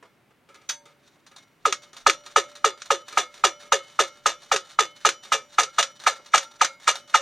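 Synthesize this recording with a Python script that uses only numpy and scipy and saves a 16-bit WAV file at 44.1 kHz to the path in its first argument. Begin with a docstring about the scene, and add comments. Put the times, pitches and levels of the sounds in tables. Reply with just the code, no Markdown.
"""A liquid-fuel lantern is pumped up on a camp table outdoors, close to a stereo microphone.
Over the faint rush of a still campsite a hand settles on it, takes hold and frees the knob with a clink.
From 1.65 s each stroke ends in a falling squeak of the pump's cup and a spit of air; the rod rubs,
the plunger sometimes clicks on its stop, and the steel tank rings.
Near 6 s the pressure builds: the squeak slides more slowly and stays higher."""
import sys
import numpy as np
from scipy import signal
from scipy.fft import rfft, irfft, next_fast_len
from scipy.io import wavfile
from scipy.ndimage import map_coordinates

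SR = 44100
rng = np.random.default_rng(int(sys.argv[2]) if len(sys.argv) > 2 else 0)


def to_wav(sig):
    """Store sig (one row per channel, or 1-D mono) as 16-bit WAV at the path in sys.argv[1].

    Samples outside -1..1 are clipped; the rate is SR.
    """
    pcm = np.clip(np.atleast_2d(sig), -1, 1) * 32767
    pcm = np.round(pcm).astype(np.int16)
    wavfile.write(sys.argv[1], SR, pcm.T)  # frames by channels


N = 318133


def amp(db):
    return 10 ** (np.asarray(db) / 20)


def unit(x):
    return x / np.sqrt(np.mean(x ** 2) + 1e-20)


def along(points, hz):
    """Read (freq_hz, value) points on a log frequency axis."""
    freqs, values = np.transpose(points)
    return np.interp(np.log(hz + 1), np.log(freqs + 1), values)


def wobble(rate_hz, size):
    """A smooth random curve with rate_hz knots a second."""
    knots = rng.standard_normal(int(size * rate_hz / SR) + 4)
    return map_coordinates(knots, [np.arange(size) * rate_hz / SR])


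def filtered(x, response):
    """x through a complex response of frequency."""
    size = x.shape[-1]
    padded = next_fast_len(size + SR)
    return irfft(rfft(x, padded) * response(np.fft.rfftfreq(padded, 1 / SR)), padded)[..., :size]


def coloured(x, spectrum):
    """x through a curve of (freq_hz, gain_db) points."""
    return filtered(x, lambda hz: amp(along(spectrum, hz)))


def resonate(x, modes):
    """x through (pitch_hz, width_hz, gain_db) resonances."""
    return filtered(x, lambda hz: sum(amp(db) * 1j * hz * width / (pitch ** 2 - hz ** 2 + 1j * hz * width)
                                      for pitch, width, db in modes))


def noise(spectrum, size):
    """Coloured noise of rms 1."""
    return unit(coloured(rng.standard_normal(size), spectrum))


def grit(depth_db):
    """White noise of rms 1, clumped into tiny sharp grains."""
    return unit(rng.standard_normal(N) * amp(depth_db * np.clip(wobble(2500, N), -2, 2)))


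def add(track, start_s, sound):
    """Mix a sound into the track."""
    part = track[max(round(start_s * SR), 0):][:len(sound)]
    part += sound[:len(part)]


# open air, far from the microphone: freq_hz, level_db
CAMPSITE_SPECTRUM = [(15, -72.5), (25, -25), (82, -15), (108, -7.5), (141, -4.5), (200, -8), (242, -5.5),
                     (354, -8), (476, -12), (2350, -17), (4030, -26), (5880, -31), (16000, -35.5)]


def campsite():
    """A far outdoor rush, mostly common to both channels."""
    mid = noise(CAMPSITE_SPECTRUM, N)
    side = amp(-10) * noise(CAMPSITE_SPECTRUM, N)
    return amp(-63.5 + 0.45 * wobble(2.54, N)) * np.array([mid + side, mid - side])


# hand and sleeve on the lantern, close up: start_s, level_db
HAND_BUMPS = [(0.026, -47.5), (0.052, -55), (0.305, -60), (1.157, -60), (6.194, -51.5)]


def hand_bumps():
    """A hand settles on the lantern with dull, short taps."""
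    out = np.zeros(N)
    t = np.arange(SR // 4) / SR
    rise = 1 - np.exp(-t / 0.00083)
    dull = [(100, -27.5), (350, -0.5), (1300, -3), (3500, -18), (9000, -28), (16000, -41)]
    for start_s, level_db in HAND_BUMPS:
        add(out, start_s, amp(level_db + 4 - 60 * t / 0.11) * rise * noise(dull, len(t)))
    return out


# modes of the steel tank and hood: pitch_hz, level_db, t60_s
TANK_MODES = [(586, -3.5, 1.6), (900, -2, 0.48), (1366, 3, 0.64), (2160, 6.5, 0.48), (2900, -13.5, 0.89),
              (3020, -1.5, 1.04), (3430, 7.5, 0.2), (3870, -8, 0.52), (4050, -4, 0.29), (4200, -3, .35),
              (4830, 2, 0.3), (5800, 4.5, 0.46), (7000, -9, 0.59), (8333, -33, .35)]


def tank_ring(drive):
    """The tank's modes, shaken at random as hard as the lantern is sounding."""
    pitch_hz, level_db, t60_s = np.transpose(TANK_MODES)
    width_hz = np.log(1000) / (np.pi * t60_s)
    gain_db = level_db + 20 * np.log10(SR / (2 * np.pi * width_hz))
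    shaking = np.abs(drive) * rng.standard_normal(N)
    return resonate(shaking, list(zip(pitch_hz, width_hz, gain_db)))


# resonances of pump tube and tank: pitch_hz, width_hz, gain_db
TUBE_MODES = [(439.5, 75, -1), (549, 12.9, 5), (755, 30, -14), (901, 176, -8.5), (1254.5, 45.7, 8),
              (1311, 34, 1), (1660, 37, -1), (2040, 91, -3), (2300, 87, -2), (2875, 23, -7)]


def pump_tube(x):
    """The tube and tank colour the knocks and squeaks made inside them."""
    return resonate(x, TUBE_MODES)


# fingers and rod catching on the tank: start_s, level_db, knock_offset_db
ROD_CATCHES = [(0.488, -44, 9), (0.5435, -34.5, -2), (0.6144, -44.5, -0.5), (0.855, -36, 0),
               (1.2645, -33, -21), (1.3136, -41.5, 2.5), (1.3613, -29, -33), (1.382, -40, -30),
               (1.9308, -30, -9.5), (1.9656, -25, -24), (2.262, -26, -12), (2.5526, -27, -15),
               (2.8566, -27, -17.5), (3.082, -23, -11.5), (3.1253, -26.5, -4), (3.3408, -31.5, -14),
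               (3.3772, -41, -2), (3.6234, -34.5, -1.5), (4.7164, -43.5, -9), (5.254, -35, -32),
               (5.999, -31.5, -17), (6.037, -25, -7.5), (6.2594, -33, -16), (6.4285, -24.5, -17),
               (6.9544, -17.5, -14.5)]
# metal sliding on metal, close up: freq_hz, gain_db
SCRAPE_SPECTRUM = [(410, -31), (700, -0.5), (1350, 0), (1820, 2), (2190, -6), (2560, -4.5), (4210, -2),
                   (5330, -5), (5840, -0.5), (8210, -12.5), (16000, -14.5)]
# resonances of the scraped rod: pitch_hz, width_hz, gain_db
ROD_MODES = [(1720, 59, -20), (3685, 140, 0), (4140, 110, -3.5), (6200, 570, -16.5)]


def rod_rubbing(grip_s=0.51, slide_from_s=1.67, slide_rise_s=0.5):
    """Fingers rub the knob, then the rod scrapes unevenly through its cap, catching now and then."""
    catches, knocks = np.zeros((2, N))
    t = np.arange(SR // 4) / SR
    rise = 1 - np.exp(-t / 0.00063)
    # the rod snags faintly twice on every return
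    snags = [(start_s + 0.19 + 0.03 * late, -41.5 + 2 * hard, -4.5)
             for start_s, *_ in PUMP_STROKES for late, hard in rng.standard_normal((2, 2))]
    for start_s, level_db, knock_offset_db in ROD_CATCHES + snags:
        add(catches, start_s, amp(level_db - 12.5 - 60 * t / 0.1) * rise)
        add(knocks, start_s, amp(level_db + knock_offset_db - 1.5 - 60 * t / 0.27) * rise)
    now = np.arange(N) / SR
    grip = amp(-70) * (now > grip_s)
    pumping = amp(-57) * np.clip((now - slide_from_s) / slide_rise_s, 0, 1)
    sliding = (grip + pumping) * unit(amp(7.2 * wobble(50, N)))
    scrape = (sliding + catches) * grit(depth_db=2.5)
    metal = amp(5) * coloured(scrape, SCRAPE_SPECTRUM) + amp(10) * resonate(scrape, ROD_MODES)
    return metal + pump_tube(knocks * rng.standard_normal(N))


# the pump knob is unlocked: start_s, level_db
KNOB_UNLOCK = [(0.6922, -16)]
# the clink's ring, bright knob modes over two low notes of the tank: pitch_hz, level_db, t60_s
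CLINK_MODES = [(580, -22.5, 1.32), (920, -16.5, 0.57), (1610, -15, 0.33), (2150, -19, .33),
               (3400, -4, 0.18), (3750, -0.5, 0.14), (4400, -9, .17), (4600, -7, 0.22), (5470, -16, .16),
               (5660, 2, .14), (6126, -1, 0.15), (6200, 4.5, .19), (8150, -14, .27)]
# rattling metal of knob and plunger, close up: freq_hz, level_db
RATTLE_SPECTRUM = [(120, -67), (200, -22), (1000, -13.5), (1270, 0.5), (2090, -5), (3130, -5.5), (3690, -3),
                   (5040, -6), (6400, -0.5), (7410, -12), (9230, -19), (10100, -21), (16000, -33)]


def knob_clink():
    """The knob comes free with a rattle and a bright clink."""
    out = np.zeros(N)
    t = np.arange(SR) / SR
    rise = 1 - np.exp(-(t / 0.0035) ** 2)
    for start_s, level_db in KNOB_UNLOCK:
        clink = sum(amp(db + rng.normal() - 60 * t / t60_s) * np.sin(2 * np.pi * (hz * t + rng.random()))
                    for hz, db, t60_s in CLINK_MODES)
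        rattle = amp(-60 * t / 0.13) * noise(RATTLE_SPECTRUM, len(t))
        add(out, start_s - 0.003, amp(level_db) * rise * (amp(-5.5) * rattle + amp(-15) * clink))
    return out


def back_pressure(time_s, slack=0.0845, half_built_s=5.75, firming_s=0.437):
    """0 slack to 1 firm: the first strokes meet little resistance, then the tank fills."""
    return slack + (1 - slack) * (0.5 + 0.5 * np.tanh((time_s - half_built_s) / firming_s))


# pump strokes, close to the microphone: start_s, squeak_db, air_db, tail_offset_db
PUMP_STROKES = [(1.653, -6.5, -16, -10.5), (2.064, -2, -11.5, -14.5), (2.36, -4.5, -11.5, -11),
                (2.643, -6.5, -13.5, -8), (2.904, -5, -13, -11.5), (3.172, -4.5, -12, -19),
                (3.438, -3, -11.5, -14), (3.72, -6.5, -11.5, -10), (3.99, -5, -11, -13.5),
                (4.258, -4.5, -11, -23.5), (4.515, -7, -10.5, -8.5), (4.788, -4, -11.5, -16),
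                (5.049, -4, -11.5, -14.5), (5.319, -9.5, -10, -12), (5.583, -5.5, -10.5, -15),
                (5.783, -11, -9, -14.5), (6.065, -6.5, -11, -16), (6.337, -8, -9.5, -13.5),
                (6.611, -6.5, -12, -25), (6.874, -13.5, -8.5, -10), (7.142, -6.5, -11, -13)]
LEAD_S = 0.02  # a stroke's sound begins this long before the cup lets go at start_s
STROKE_TIME_S = np.arange(SR // 2) / SR - LEAD_S


def cup_squeaks(drop_hz=2100, tail_t60_s=0.15):
    """The cup lets go: its pitch drops steeply, then levels out while the note turns rough and fades."""
    out = np.zeros(N)
    for start_s, squeak_db, _, tail_offset_db in PUMP_STROKES:
        pressure = back_pressure(start_s)
        t = STROKE_TIME_S + 0.00169 * pressure  # back pressure lifts the cup a little sooner
        after = np.maximum(t, 0)
        # pressure raises and slows the slide; a stronger stroke slides deeper
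        floor_hz = 300.13 + 148.5 * pressure - 12 * (squeak_db + 6)
        fall_s = 0.00135 * (1 + pressure)
        pitch_hz = floor_hz + drop_hz / (1 + after / fall_s)
        phase = 2 * np.pi * np.cumsum(pitch_hz * (1 + 0.0535 * wobble(491, len(t)))) / SR
        note = np.sin(phase) + 0.14 * np.sin(2 * phase) + 0.37 * np.sin(3 * phase)
        opening = 0.5 + 0.5 * np.tanh((t - 0.0007) / (0.00041 * (1 + 1.2 * pressure)))
        burst_s = 0.0049 * (1 + 3.2 * pressure)
        push_db = 3 * pressure * np.minimum(after / 0.0095, 1) ** 2
        burst = amp(push_db) * np.exp(-(after / burst_s) ** 4)
        flutter_db = 3.5 * wobble(220, len(t))
        tail = amp(tail_offset_db + 2.5 - 60 * after / tail_t60_s + flutter_db) / (1 + (t / 0.18) ** 4)
        add(out, start_s - LEAD_S, amp(squeak_db + 0.5) * opening * (burst + tail) * note)
    return pump_tube(out)


# hiss of the air, close up: freq_hz, gain_db
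AIR_SPECTRUM = [(18, -84), (30, -17), (194, -21.5), (426, -5.5), (649, 2), (1070, 0), (1280, 1.5),
                (1460, 0), (3220, -3.5), (3580, -2), (5170, -9), (6380, -2.5), (7870, -14.5), (14800, -71),
                (16000, -61.5)]
# resonances blown by the air: pitch_hz, width_hz, gain_db
JET_MODES = [(1241, 29, 2.5), (1760, 81, -2.5), (2340, 11, -3), (2837, 110, -4.5), (3490, 13, 1),
             (3620, 148, -5.5), (4200, 22, -4), (4030, 15, -3), (4747, 42, -6), (5660, 100, -5.5),
             (5900, 39, -22), (6100, 79, -3), (6400, 28, -2), (6930, 69, -20), (7380, 100, -11.5),
             (8620, 130, -19.5), (8300, 80, -29), (8800, 33, -40), (10420, 530, -26)]


def air_spits(drain_t60_s=0.14):
    """A little air leaks past the cup; a gritty spit swells as it opens, then drains away."""
    flow = np.zeros(N)
    t = STROKE_TIME_S
    after = np.maximum(t, 0)
    for start_s, _, air_db, _ in PUMP_STROKES:
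        pressure = back_pressure(start_s)
        leak = amp(-30 + 4.7 * pressure) * np.exp(-np.abs(t) / (0.0021 * (1 + 3.6 * pressure)))
        spit = amp(-60 * after / drain_t60_s) * (1 - np.exp(-(after / 0.0057) ** 2))
        add(flow, start_s - LEAD_S, amp(air_db - 2.5) * (leak + spit))
    jet = flow * amp(2.19 * wobble(350, N)) * grit(depth_db=-0.5)
    hiss = amp(6.5) * coloured(jet, AIR_SPECTRUM)
    # the stiffer the air cushion, the less bass gets out
    bass = filtered(hiss, lambda hz: 1 / (1 + (hz / 430) ** 4))
    bass_gain = amp(2 - 7.1 * back_pressure(np.arange(N) / SR))
    return hiss + (bass_gain - 1) * bass + amp(12) * resonate(jet, JET_MODES)


def cylinder_tone(settle_s=0.08):
    """The trapped air column shortens as the plunger turns back, lifting both of its notes."""
    out = np.zeros(N)
    t = STROKE_TIME_S
    after = np.maximum(t, 0)
    glide = 0.088 * (1 - np.exp(-after / settle_s))
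    swell = np.exp(-((t - 0.058) / 0.058) ** 2) * (1 - np.exp(-after / 0.0088))
    for start_s, *_ in PUMP_STROKES:
        pressure = back_pressure(start_s)
        pitch_ratio = 1 + 0.07 * pressure + glide + 0.022 * wobble(140, len(t))
        phase_per_hz = 2 * np.pi * np.cumsum(pitch_ratio) / SR
        notes = np.sin(1200 * phase_per_hz) + 0.37 * np.sin(480 * phase_per_hz)
        level_db = -43 + 2.5 * pressure + 3.9 * wobble(60, len(t))
        add(out, start_s - LEAD_S, amp(level_db) * swell * notes)
    return out


# bright snap of the cup's lip: freq_hz, level_db
SNAP_SPECTRUM = [(3000, -51), (8000, 0), (10500, -4), (13000, -2), (16000, -5)]


def cup_snaps(t60_s=0.04):
    """The cup's lip crackles brightly as it lets go."""
    envelope = np.zeros(N)
    t = np.arange(SR // 4) / SR
    rise = 1 - np.exp(-(t / 0.003) ** 2)
    for start_s, *_ in PUMP_STROKES:
        add(envelope, start_s, amp(-29.5 - 60 * t / t60_s) * rise)
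    return envelope * noise(SNAP_SPECTRUM, N) * amp(4 * np.clip(wobble(600, N), -2, 2))


# the plunger strikes its stop: start_s, level_db, knock_offset_db
PLUNGER_CLICKS = [(1.7253, -12, 7), (2.0975, -10.5, 12), (2.819, -26.5, -30), (4.5616, -12, -16),
                  (5.0897, -11, 5), (5.6327, -14.5, -31), (5.8276, -11.5, -6), (6.378, -9.5, -8.5),
                  (6.647, -11.5, -7)]


def plunger_clicks():
    """Metal meets metal: a crack, a short rattle and a knock of the tube."""
    cracks, knocks = np.zeros((2, N))
    t = np.arange(SR // 4) / SR
    rise = 1 - np.exp(-t / 0.00021)
    envelope = rise * (amp(-60 * t / 0.04) + 0.42 * amp(-60 * t / 0.13))
    for start_s, level_db, knock_offset_db in PLUNGER_CLICKS:
        add(cracks, start_s, amp(level_db - 7.5) * envelope * noise(RATTLE_SPECTRUM, len(t)))
        impact = rise * noise([(200, -40.5), (900, -9), (16000, -1)], len(t))
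        add(knocks, start_s, amp(level_db + knock_offset_db + 18 - 60 * t / 0.0038) * impact)
    return cracks + pump_tube(knocks)


# the lantern's stereo width at the microphone: freq_hz, side_gain_db
STEREO_WIDTH = [(60, 2), (110, -16), (200, 6), (380, -15), (700, -13), (1290, -23), (2380, -14.5),
                (4400, -12.5), (8120, -4.5), (15000, 2)]


def microphone_ports(x, shift_rad=0.54, shifts_per_s=3):
    """Hood, glass and hand scatter each pitch onto the two ports with a slightly different phase."""
    def scattered():
        grid_hz = np.linspace(0, SR / 2, 100)
        scatter = rng.standard_normal(100)
        return filtered(x, lambda hz: 1j * amp(along(STEREO_WIDTH, hz) - 0.5)
                        * np.interp(hz, grid_hz, scatter))
    shift = shift_rad * wobble(shifts_per_s, N)  # the moving hand shifts the image
    side = np.cos(shift) * scattered() + np.sin(shift) * scattered()
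    return np.array([x + side, x - side]) * amp([[-0.3], [0.3]])


# echo of the camp gear around the microphone: freq_hz, t60_s
ECHO_DECAY = [(100, .2), (500, 0.32), (2000, 0.19), (6000, 0.14), (14000, 0.15)]


def camp_echo(x):
    """Table, stove and ground scatter a short tail, different in each channel."""
    hz, t, spectra = signal.stft(rng.standard_normal((2, SR // 2)), SR, nperseg=256)
    decay = amp(-60 * t / along(ECHO_DECAY, hz)[:, None])
    _, tail = signal.istft(spectra * decay, SR, nperseg=256)
    return signal.fftconvolve(x[None], tail / np.linalg.norm(tail[0]), axes=1)[:, :N]


def scene():
    """The lantern close in front, its faint echo from the camp gear, and the campsite far behind."""
    touches = hand_bumps() + rod_rubbing()
    strokes = cup_squeaks() + air_spits() + cylinder_tone() + cup_snaps() + plunger_clicks()
    ring = amp(-66.5) * tank_ring(strokes + amp(11.5) * touches)  # direct contact shakes it harder
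    treble_rolloff = [(9500, -0.5), (12500, -13), (16000, -13.5)]  # the sound softens above 10 kHz
    lantern = coloured(touches + strokes + ring, treble_rolloff) + knob_clink()
    return microphone_ports(lantern) + amp(-24) * camp_echo(lantern) + campsite()


def record(dry, ceiling=0.95, top_hz=16000):
    """The recorder rounds off the tallest peaks and keeps nothing above its band limit."""
    rounded = dry / (1 + np.abs(dry / ceiling) ** 8) ** (1 / 8)
    return filtered(rounded, lambda hz: hz < top_hz)


dry = scene()
out = record(dry)
to_wav(out)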